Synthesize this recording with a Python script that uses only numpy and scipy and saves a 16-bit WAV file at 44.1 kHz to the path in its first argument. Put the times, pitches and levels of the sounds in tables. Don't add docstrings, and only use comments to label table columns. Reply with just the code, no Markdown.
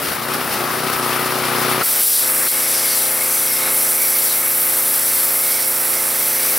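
import sys
import numpy as np
from scipy import signal
from scipy.fft import rfft, irfft, next_fast_len
from scipy.io import wavfile

SR = 44100
rng = np.random.default_rng(int(sys.argv[2]) if len(sys.argv) > 2 else 0)


def amplitude_ratio(level_db):
    exponent = np.asarray(level_db, float) / 20
    return 10 ** exponent


def generate_wav(sig):
    pcm = np.round(np.clip(np.atleast_2d(sig).T, -1, 1) * 32767).astype(np.int16)
    wavfile.write(sys.argv[1], SR, pcm)


N = 290178

# (multiple of firing rate [1], level [dB])
FREE_ORDERS = [(1, -35), (2, -23), (3, -18.5), (4, -2.5), (5, -2), (6, -14), (7, -4.5), (8, 0.5), (9, -4),
               (10, -10.5), (11, -7.5), (12, 4.5), (13, -15), (14, -4), (15, -14), (16, -2), (17, -10),
               (18, -6.5), (19, -18.5), (20, -9), (21, -14), (22, -21), (23, -20), (24, -8), (25, -22),
               (26, -8), (27, -14), (28, -13), (29, -8), (30, -21), (31, -15), (32, -8), (33, -25),
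               (34, -4), (35, -24), (36, -19), (37, -12), (38, -0.5), (39, -9.5), (40, -3), (41, -15),
               (42, 0.5), (43, -16), (44, -7), (45, -10), (46, -12)]
LOADED_ORDERS = [(1, -37), (2, -24), (3, -36), (4, -10.5), (5, -6.5), (6, -12.5), (7, -11), (8, -6),
                 (9, -2.5), (10, -9.5), (11, -10.5), (12, 0.5), (13, -20), (14, -3), (15, -4), (16, -6.5),
                 (17, -7), (18, 4.5), (19, -8.5), (20, -6), (21, -4.5), (22, -2.5), (23, -11.5), (24, -5.5),
                 (25, -10.5), (26, -9), (27, -4), (28, -10), (29, -5.5), (30, -1.5), (31, -10.5), (32, -16),
                 (33, -13), (34, -8), (35, -13), (36, -12.5), (37, -16), (38, -6), (39, -21), (40, -4),
                 (41, -13), (42, -9), (43, -6.5), (44, -4), (45, -7.5), (46, -12)]
# (frequency [Hz], density [dB per Hz])
FREE_ROAR = [(40, -44), (100, -30), (200, -16), (400, -9), (800, 0), (1300, 0), (2100, -4), (3300, -9),
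             (4700, -9), (5700, -11), (6700, -18), (8000, -15), (10200, -10), (16500, -12)]
LOADED_ROAR = [(40, -26), (100, -29), (200, -20), (400, -12), (800, -5), (1400, 1.5), (2200, 0.5),
               (2700, -3), (3500, -18), (5000, -28)]
JET = [(1500, -35), (2500, -11.5), (3270, -5.5), (4500, -7), (5700, -8), (6300, -11.5), (6750, -16),
       (7300, -9), (8500, -7.5), (10700, -4), (12500, -6.5), (14500, -11.5), (16500, -15)]
# (frequency [Hz], width [Hz], level [dB])
CASING = [
    (1280, 140, -3.5),
    (9920, 180, -11),
    (10400, 120, -13),
]
# (frequency [Hz], left minus right [dB])
ENGINE_BALANCE = [(60, 5), (110, -6.5), (200, 1.5), (380, 4.5), (700, 4), (1290, 5), (2380, 6.5), (4400, 3),
                  (8120, 0), (15000, -0.5)]
LOADED_BALANCE = [(60, 1), (130, -0.5), (290, 1.0), (640, 2.5), (1410, 3.5), (3100, -1), (6820, 2),
                  (15000, 0.0)]
# (frequency [Hz], likeness [0-1])
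ENGINE_LIKENESS = [(60, .95), (130, .93), (290, 1), (640, 0.62), (1410, 0.74), (3100, 0.96), (6820, 0.73),
                   (15000, 0.99)]
LOADED_LIKENESS = [(60, 0.93), (300, 0.94), (700, 0.77), (1400, 0.91), (2000, 0.96), (2700, 0.9)]
JET_LIKENESS = [(2500, 0.99), (16000, 1)]
# (time [s], rate over loaded speed [Hz])
SAG = [
    (1.84, 1.8),
    (1.92, .75),
    (1.97, 0),
    (2.01, -1.25),
    (2.06, -1.65),
    (2.14, -.9),
    (2.22, -.1),
    (2.3, .3),
    (2.47, 0),
]
# (time it reopens [s], closing time [s], closure [0-1])
THROTTLE_SHUTS = [
    (.12, 0.096, 1.01),
    (.55, 0.095, 0.76),
    (.96, 0.048, 0.7),
    (1.45, .1, 0.1),
]
# (time [s], level [dB])
ENGINE_GAIN = [(0, -28.5), (.45, -28), (1.0, -26.5), (1.81, -24), (1.84, -31.5), (2.4, -29.5), (2.8, -31),
               (3.55, -31), (3.68, -28.5), (3.76, -30.5), (4.1, -32), (5.8, -32), (6.58, -30.5)]
# (time [s], hold [s], change [dB])
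DUCKS = [
    (0.132, 0.14, -2),
    (1.829, 0.032, -2),
    (2.009, .19, -5),
    (2.473, 0.028, -9),
]
# (time [s], half length [s], rise [dB])
SPUTTERS = [
    (0.31, 0.0055, 3),
    (0.343, .007, 8),
    (.796, 0.0099, 1.5),
]
# (frequency [Hz], level [dB], decay time t60 [s])
TRIGGER_MODES = [
    (1400, -14, .03),
    (1950, -20, .018),
    (4200, -20, .012),
]
# (time [s], hiss level [dB], top of the hiss over it [dB])
FLOW = [(1.86, -17, -7.5), (1.89, -18.5, -5), (2.02, -16.5, -7), (2.66, -18, -8), (2.75, -16, -12),
        (3.11, -18, -7.5), (3.69, -18.5, -8), (3.77, -16.5, -8), (4.57, -18.5, -5), (4.91, -17, -7),
        (6.07, -20, -6.5), (6.08, -19, -8), (6.58, -19.5, -4)]
# (time [s], left minus right [dB])
SWEEP = [(2.6, 1), (3.2, 2), (3.8, 0), (5.3, 0.5), (5.55, -1.8), (5.85, -1.9), (6.2, -1.3), (6.45, 0)]
# (time of peak [s], build-up [s], level [dB], centre [Hz])
STRIKES = [(2.19, 0.3, -27, 4900), (2.5, 0.036, -32, 4900), (2.7, 0.12, -39, 5440), (3.0, 0.36, -26, 4700),
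           (3.62, 0.34, -32, 5430), (3.9, 0.13, -34, 5370), (4.319, 0.2, -32, 4630),
           (4.52, 0.051, -39, 5250), (5.15, 0.45, -35.5, 5070), (5.62, 0.21, -31.5, 5000),
           (6.0, 0.094, -39, 5340), (6.5, 0.38, -30.5, 5340)]
# (time [s], half length [s], level [dB], centre [Hz])
GULPS = [(1.978, 0.018, -40, 2130), (2.3, .07, -42, 2120), (2.45, 0.028, -37, 2160),
         (2.61, 0.072, -32, 2130), (2.875, 0.1, -33, 2170), (3.1, .04, -41, 2090), (3.22, 0.033, -30, 2190),
         (3.57, 0.17, -33.5, 2160), (3.72, .04, -36, 2170), (4.032, 0.057, -30, 2220),
         (4.16, .05, -34, 2160), (4.43, 0.1, -33.5, 2170), (4.68, .06, -35, 2160), (4.8, .04, -40, 2140),
         (5.02, .025, -37, 2080), (5.17, 0.036, -35, 2090), (5.28, .03, -39, 2130),
         (5.52, 0.12, -31.5, 2180), (5.98, 0.037, -30, 2150), (6.14, .02, -44, 2060),
         (6.37, 0.19, -34, 2200)]
# (time [s], half length [s], level [dB], centre [Hz])
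NOZZLE = [(2.12, .12, -35, 5700), (2.45, .04, -33, 5570), (2.67, .08, -35, 5750), (2.9, .1, -36, 5900),
          (3.05, .05, -39, 5700), (3.36, .08, -36, 6130), (3.52, 0.065, -34, 5500), (3.82, .04, -34, 5800),
          (4.0, .1, -34, 5800), (4.25, .08, -35, 5660), (4.5, .04, -39, 5670), (4.8, .1, -43, 5800),
          (5.1, 0.074, -39, 5900), (5.35, .08, -42, 5570), (5.58, 0.059, -37, 5560), (5.95, .06, -37, 5660),
          (6.3, .1, -35, 6000), (6.55, .06, -33, 5800)]
# (time [s], half length [s], level [dB], centre [Hz])
SPITS = [(2.2, 0.055, -34, 3900), (2.49, 0.017, -31, 4350), (2.79, .07, -34, 5200), (2.89, .05, -34, 4730),
         (3.0, .06, -35, 3900), (3.25, .04, -40, 4800), (3.65, 0.046, -32, 3900), (4.05, 0.045, -38, 4500),
         (4.26, .03, -36, 4750), (4.315, .025, -32, 3900), (4.95, .05, -45, 4000), (5.2, .06, -39, 4500),
         (5.62, .04, -39, 4800), (6.2, .06, -42, 5300), (6.4, .05, -42, 4300)]

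TRIGGER_S, JET_OPENS_S = 1.817, 1.832
FREE_HZ, HUNT_HZ, HUNT_PERIOD_S, HUNT_FADES_S, FASTEST_S = 30.75, 1.9, .455, .85, .415
LOADED_HZ, CREEP_HZ_PER_S = 28.95, .075
A_FIRING_S, A_PUMP_STROKE_S = 1.421, 5.104
EXHAUST_FREE_DB, EXHAUST_LOADED_DB = 0.24, -4
DEEP_DB, DEEP_RISE_DB_PER_S = -57.5, 4.5
RAGGED_DB, SETTLED_DB, SETTLES_S = -7, -12.5, 0.88
SHUT_EXHAUST_DB, SHUT_DEEP_DB, SHUT_RAGGED_DB, SHUT_NOTE_DB, SHUT_BYPASS_DB = -2.5, 15, 9, -8, 3
SOFT_DB, FIRMS_S, CHOKE_DB, CHOKE_ENDS_S = -3.5, 0.35, -3, 1.9
BYPASS_DB, BYPASS_FOLLOWS, BYPASS_FLUTTER_DB = -26, 0.68, 1.37
DUCK_ATTACK_S, DUCK_RELEASE_S, DUCK_BASS_SHARE = .015, 0.028, 1.28
REOPEN_SHARE, LEAVE_SHARE = 0.37, 0.18
SPLASH_DB, SPLASH_FOLLOWS, STRIKE_FLOOR_DB = -41.5, 0.35, -44
GULP_FLOOR_DB, WHISTLE_WIDTH_HZ = -53, 170
NOZZLE_FLOOR_DB, NOZZLE_WIDTH_HZ, SPIT_FLOOR_DB, SPIT_WIDTH_HZ = -42, 600, -49, 800


def in_time(rows):
    s, *columns = np.transpose(rows)
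    return [np.interp(np.arange(N) / SR, s, column) for column in columns]


def at_hz(points, hz):
    table_hz, values = np.array(points).T
    return np.interp(np.log(hz), np.log(table_hz), values)


def rms_one(x):
    return x / np.sqrt(np.mean(x ** 2))


def drift(rate):
    r = np.exp(-80 * np.pi * rate / SR)
    white = rng.standard_normal(N // 40 + 2002)
    slow = signal.lfilter([1], [1, -2 * r, r * r], white)[2000:]
    return np.interp(np.arange(N) / 40, np.arange(len(slow)), rms_one(slow))


def step_at(s, rise_s):
    return np.clip((np.arange(N) / SR - s) / rise_s, 0, 1)


def bumps(s, half_s, height, fall=1):
    t = np.arange(0, N + 64, 64) / SR
    away = (t - s[:, None]) / half_s[:, None]
    rows = height[:, None] * np.exp(-np.where(away > 0, away / fall, away) ** 2)
    return np.interp(np.arange(N) / SR, t, rows.sum(axis=0))


def swells_db(rows, floor_db, fall=1):
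    s, half_s, peak_db = np.transpose(rows)[:3]
    return 10 * np.log10(amplitude_ratio(2 * floor_db) + bumps(s, half_s, amplitude_ratio(2 * peak_db), fall))


def noise(spectrum, levels, likeness, balance, shared_db, patchy_db, count=N):
    size = next_fast_len(count)
    hz = np.maximum(np.arange(size // 2 + 1) * SR / size, 1)
    shape = amplitude_ratio(at_hz(spectrum, hz)) * (hz > spectrum[0][0]) * (hz < spectrum[-1][0])
    mid, side = rfft(rng.standard_normal((2, size))) * shape
    alike = np.clip(at_hz(likeness, hz), 0, 1)
    lean_db = at_hz(balance, hz) / 2
    common, differing = np.sqrt(1 + alike) * mid, np.sqrt(1 - alike) * side
    pair = np.array([amplitude_ratio(sign * lean_db) * (common + sign * differing) / np.sqrt(2) for sign in (1, -1)])
    curves, anchors = [], []
    for low, high, db in levels:
        power = np.sum(shape[(hz > low) & (hz < high)] ** 2) * 2 / size
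        curves.append(db - 10 * np.log10(power))
        anchors.append(np.log(np.sqrt(low * high)))
    out = 0
    for centre in np.arange(np.log2(spectrum[0][0]), np.log2(spectrum[-1][0]) + .6, 2 / 3):
        window = np.clip(1 - np.abs(np.log2(hz) - centre) * 1.5, 0, 1)
        weights = [np.interp(centre * np.log(2), anchors, row) for row in np.eye(len(levels))]
        blend_db = sum(w * curve for w, curve in zip(weights, curves))
        level_db = blend_db + shared_db + patchy_db * drift(16)
        out = out + amplitude_ratio(level_db[:count]) * irfft(window * pair, size)[:, :count]
    return np.pad(out, [(0, 0), (0, N - count)])


def resonance(x, hz, width):
    r, out, state = np.exp(-np.pi * width / SR), np.zeros(N), np.zeros(2)
    size = 512 if np.ndim(hz) else N
    hz = np.broadcast_to(hz, N)
    b = np.array([1, 0, -1]) * (1 - r * r) / 2
    for i in range(0, N, size):
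        a = [1, -2 * r * np.cos(2 * np.pi * hz[i] / SR), r * r]
        out[i:i + size], state = signal.lfilter(b, a, x[i:i + size], zi=state)
    return out


def resonant_air(hz, width, second_width):
    once = resonance(rng.standard_normal(N), hz, width)
    return rms_one(resonance(once, hz, second_width))


def speed():
    t = np.arange(N) / SR
    swing = np.exp(-t / HUNT_FADES_S) * np.cos(2 * np.pi * (t - FASTEST_S) / HUNT_PERIOD_S)
    free = FREE_HZ + HUNT_HZ * swing * step_at(0, 0.195)
    loaded = LOADED_HZ + CREEP_HZ_PER_S * (t - 1.88) + in_time(SAG)[0]
    return np.where(t < SAG[0][0], free, loaded)


def firings():
    turns = np.cumsum(speed()) / SR
    return turns - turns[round(A_FIRING_S * SR)]


def engine_levels():
    gain_db, = in_time(ENGINE_GAIN)
    duck_db = 0
    for s, hold_s, db in DUCKS:
        duck_db = duck_db + db * (step_at(s, DUCK_ATTACK_S) - step_at(s + hold_s, DUCK_RELEASE_S))
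    shut = bumps(*np.transpose(THROTTLE_SHUTS), REOPEN_SHARE)

    over_db = np.where(np.arange(N) < TRIGGER_S * SR, EXHAUST_FREE_DB, EXHAUST_LOADED_DB)
    low_db = gain_db + over_db + DUCK_BASS_SHARE * duck_db + SHUT_EXHAUST_DB * shut
    note_db = low_db + SHUT_NOTE_DB * shut
    choke = step_at(TRIGGER_S, 0.022) - step_at(CHOKE_ENDS_S, 0.032)
    upper_db = SOFT_DB * (1 - step_at(0, FIRMS_S)) + CHOKE_DB * choke
    casing_db = gain_db + duck_db
    bypass_db = BYPASS_DB + BYPASS_FOLLOWS * (gain_db + 27) + duck_db + BYPASS_FLUTTER_DB * drift(22)
    bypass_db = bypass_db + SHUT_BYPASS_DB * shut + bumps(*np.transpose(SPUTTERS))
    deep_db = DEEP_DB + DEEP_RISE_DB_PER_S * np.arange(N) / SR + SHUT_DEEP_DB * shut
    ragged_db = RAGGED_DB + (SETTLED_DB - RAGGED_DB) * step_at(SETTLES_S, 0.13) + SHUT_RAGGED_DB * shut
    return low_db, note_db, upper_db, casing_db, bypass_db, deep_db, ragged_db


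def exhaust(turns, orders, deep_db, upper_db, balance, smear, wobble_db, bass_lag, way):
    k, level_db = np.transpose(orders)
    mirrored_db = np.r_[level_db[0], level_db, level_db[::-1]]
    log_size = np.log(amplitude_ratio(np.maximum(mirrored_db, -20)))
    ring_after = -np.imag(signal.hilbert(log_size))[1:len(k) + 1]
    phase = ring_after + smear * np.sqrt(k) * rng.standard_normal(len(k))
    phase = way * phase - 2 * np.pi * k * bass_lag * (k < 7.5)
    at = np.arange(4097) / 4096
    waves = np.cos(2 * np.pi * k[:, None] * at + phase[:, None])
    height = amplitude_ratio(level_db) * np.sqrt(2 / np.sum(amplitude_ratio(level_db) ** 2))
    side_db = at_hz(balance, 30 * k) / 2
    groups = np.digitize(k, [3.5, 10.5, 19.5, 30.5])
    group_db = [deep_db, 0, upper_db, upper_db, upper_db]
    out = np.zeros((2, N))
    for group in range(5):
        swell = amplitude_ratio(wobble_db * group * drift(4.2) + group_db[group])
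        for channel, sign in enumerate((1, -1)):
            cycle = (height * amplitude_ratio(sign * side_db) * (groups == group)) @ waves
            out[channel] += swell * np.interp(turns % 1, at, cycle)
    return out


def engine():
    low_db, note_db, upper_db, casing_db, bypass_db, deep_db, ragged_db = engine_levels()
    turns = firings()
    load = step_at(JET_OPENS_S, .006)
    kick = step_at(TRIGGER_S, .006)
    throb = np.cos(2 * np.pi * turns - .4) + 1.6 * np.cos(4 * np.pi * turns - .4)
    uneven = drift(40)

    free_levels = [(106, 334, low_db + ragged_db), (646, 1280, casing_db - 2.2),
                   (2980, 14200, bypass_db - .6)]
    free = noise(FREE_ROAR, free_levels, ENGINE_LIKENESS, ENGINE_BALANCE,
                 0.37 * throb + 0.13 * uneven, patchy_db=1.0, count=2 * SR)
    free_note = exhaust(turns, FREE_ORDERS, deep_db - note_db + 27.0, upper_db,
                        np.multiply(ENGINE_BALANCE, [1, .93]),
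                        wobble_db=.4, smear=.04, bass_lag=0, way=1)
    free += (1 - kick) * amplitude_ratio(note_db + 0.45 + 0.23 * uneven) * free_note
    for hz, width, level_db in CASING:
        ring = rms_one(resonance(rng.standard_normal(N), hz, width))
        free += ring * amplitude_ratio(casing_db + level_db + 1.0 * throb) * amplitude_ratio([[1.2], [-1.2]])

    loaded_levels = [(105, 530, low_db - 10.5), (706, 1800, casing_db - 2.5)]
    loaded = noise(LOADED_ROAR, loaded_levels, LOADED_LIKENESS, LOADED_BALANCE,
                   0.53 * throb + 0.5 * uneven, patchy_db=0.93)
    pump_turns = turns - turns[round(A_PUMP_STROKE_S * SR)]
    loaded_note = amplitude_ratio(note_db + 3.0 + 0.092 * uneven) * exhaust(
        pump_turns, LOADED_ORDERS, .1, upper_db, LOADED_BALANCE,
        wobble_db=.3, smear=.18, bass_lag=.43, way=-1)
    return (1 - load) * free + load * loaded - kick * loaded_note


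def trigger():
    clicks, out = np.zeros(N) + 1e-18, 0
    contacts = np.round((TRIGGER_S + np.array([0, .004, .009])) * SR).astype(int)
    clicks[contacts] = amplitude_ratio([0, -2.5, -5]) * [1, -1, 1]
    for hz, level_db, t60 in TRIGGER_MODES:
        r, w = amplitude_ratio(-60 / (t60 * SR)), 2 * np.pi * hz / SR
        mode = signal.lfilter([0, np.sin(w)], [1, -2 * r * np.cos(w), r * r], clicks)
        out = out + amplitude_ratio(level_db) * mode
    return out


def singing(rows, floor_db, width, flutter_db):
    centre_hz = in_time(np.array(rows)[:, [0, 3]])[0]
    air = resonant_air(centre_hz, width, width)
    return air * amplitude_ratio(swells_db(rows, floor_db) + flutter_db * drift(25))


def intake_whistle():
    level_db = swells_db(GULPS, GULP_FLOOR_DB)
    centre_hz = in_time(np.array(GULPS)[:, [0, 3]])[0] + 25 * drift(10)
    breath = resonant_air(centre_hz, WHISTLE_WIDTH_HZ, WHISTLE_WIDTH_HZ)
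    return breath * amplitude_ratio(level_db - 1.0 + 1.0 * drift(28))


def lance():
    hiss_db, aim_db = in_time(FLOW)
    top_db = hiss_db + aim_db
    strike_db = swells_db(STRIKES, STRIKE_FLOOR_DB, LEAVE_SHARE)
    strike_hz = in_time(np.array(STRIKES)[:, [0, 3]])[0]
    splash_db = SPLASH_DB + SPLASH_FOLLOWS * (strike_db + 32.5)
    pump_pulse = 0.33 * np.cos(4 * np.pi * firings())
    surge = pump_pulse + 0.12 * drift(11) + 0.2 * drift(45) + 0.56 * drift(200)

    levels = [(2610, 3344, splash_db - .2), (7300, 14500, hiss_db - .2), (13270, 14800, top_db - .2)]
    jet = noise(JET, levels, JET_LIKENESS, [(100, 0), (200, 0)], surge, patchy_db=0.8)
    whistle = intake_whistle()
    strike = resonant_air(strike_hz, 1900, 1800) * amplitude_ratio(strike_db - 6.0 + surge)
    nozzle = singing(NOZZLE, NOZZLE_FLOOR_DB, NOZZLE_WIDTH_HZ, 1.8)
    spits = singing(SPITS, SPIT_FLOOR_DB, SPIT_WIDTH_HZ, 2.1)
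    lean = amplitude_ratio(in_time(SWEEP)[0] * [[.5], [-.5]])
    return step_at(JET_OPENS_S, 0.00099) * (lean * jet + whistle + strike + nozzle + spits)


def scene():
    return engine() + trigger() + lance()


def top_cut(x):
    return signal.sosfilt(signal.butter(12, 15900, fs=SR, output="sos"), x)


def record(dry):
    low_pass = signal.ellip(14, .3, 70, 15800, fs=SR, output="sos")
    mix = signal.sosfilt(low_pass, dry)
    return top_cut(mix)


dry = scene()
out = record(dry)
generate_wav(out)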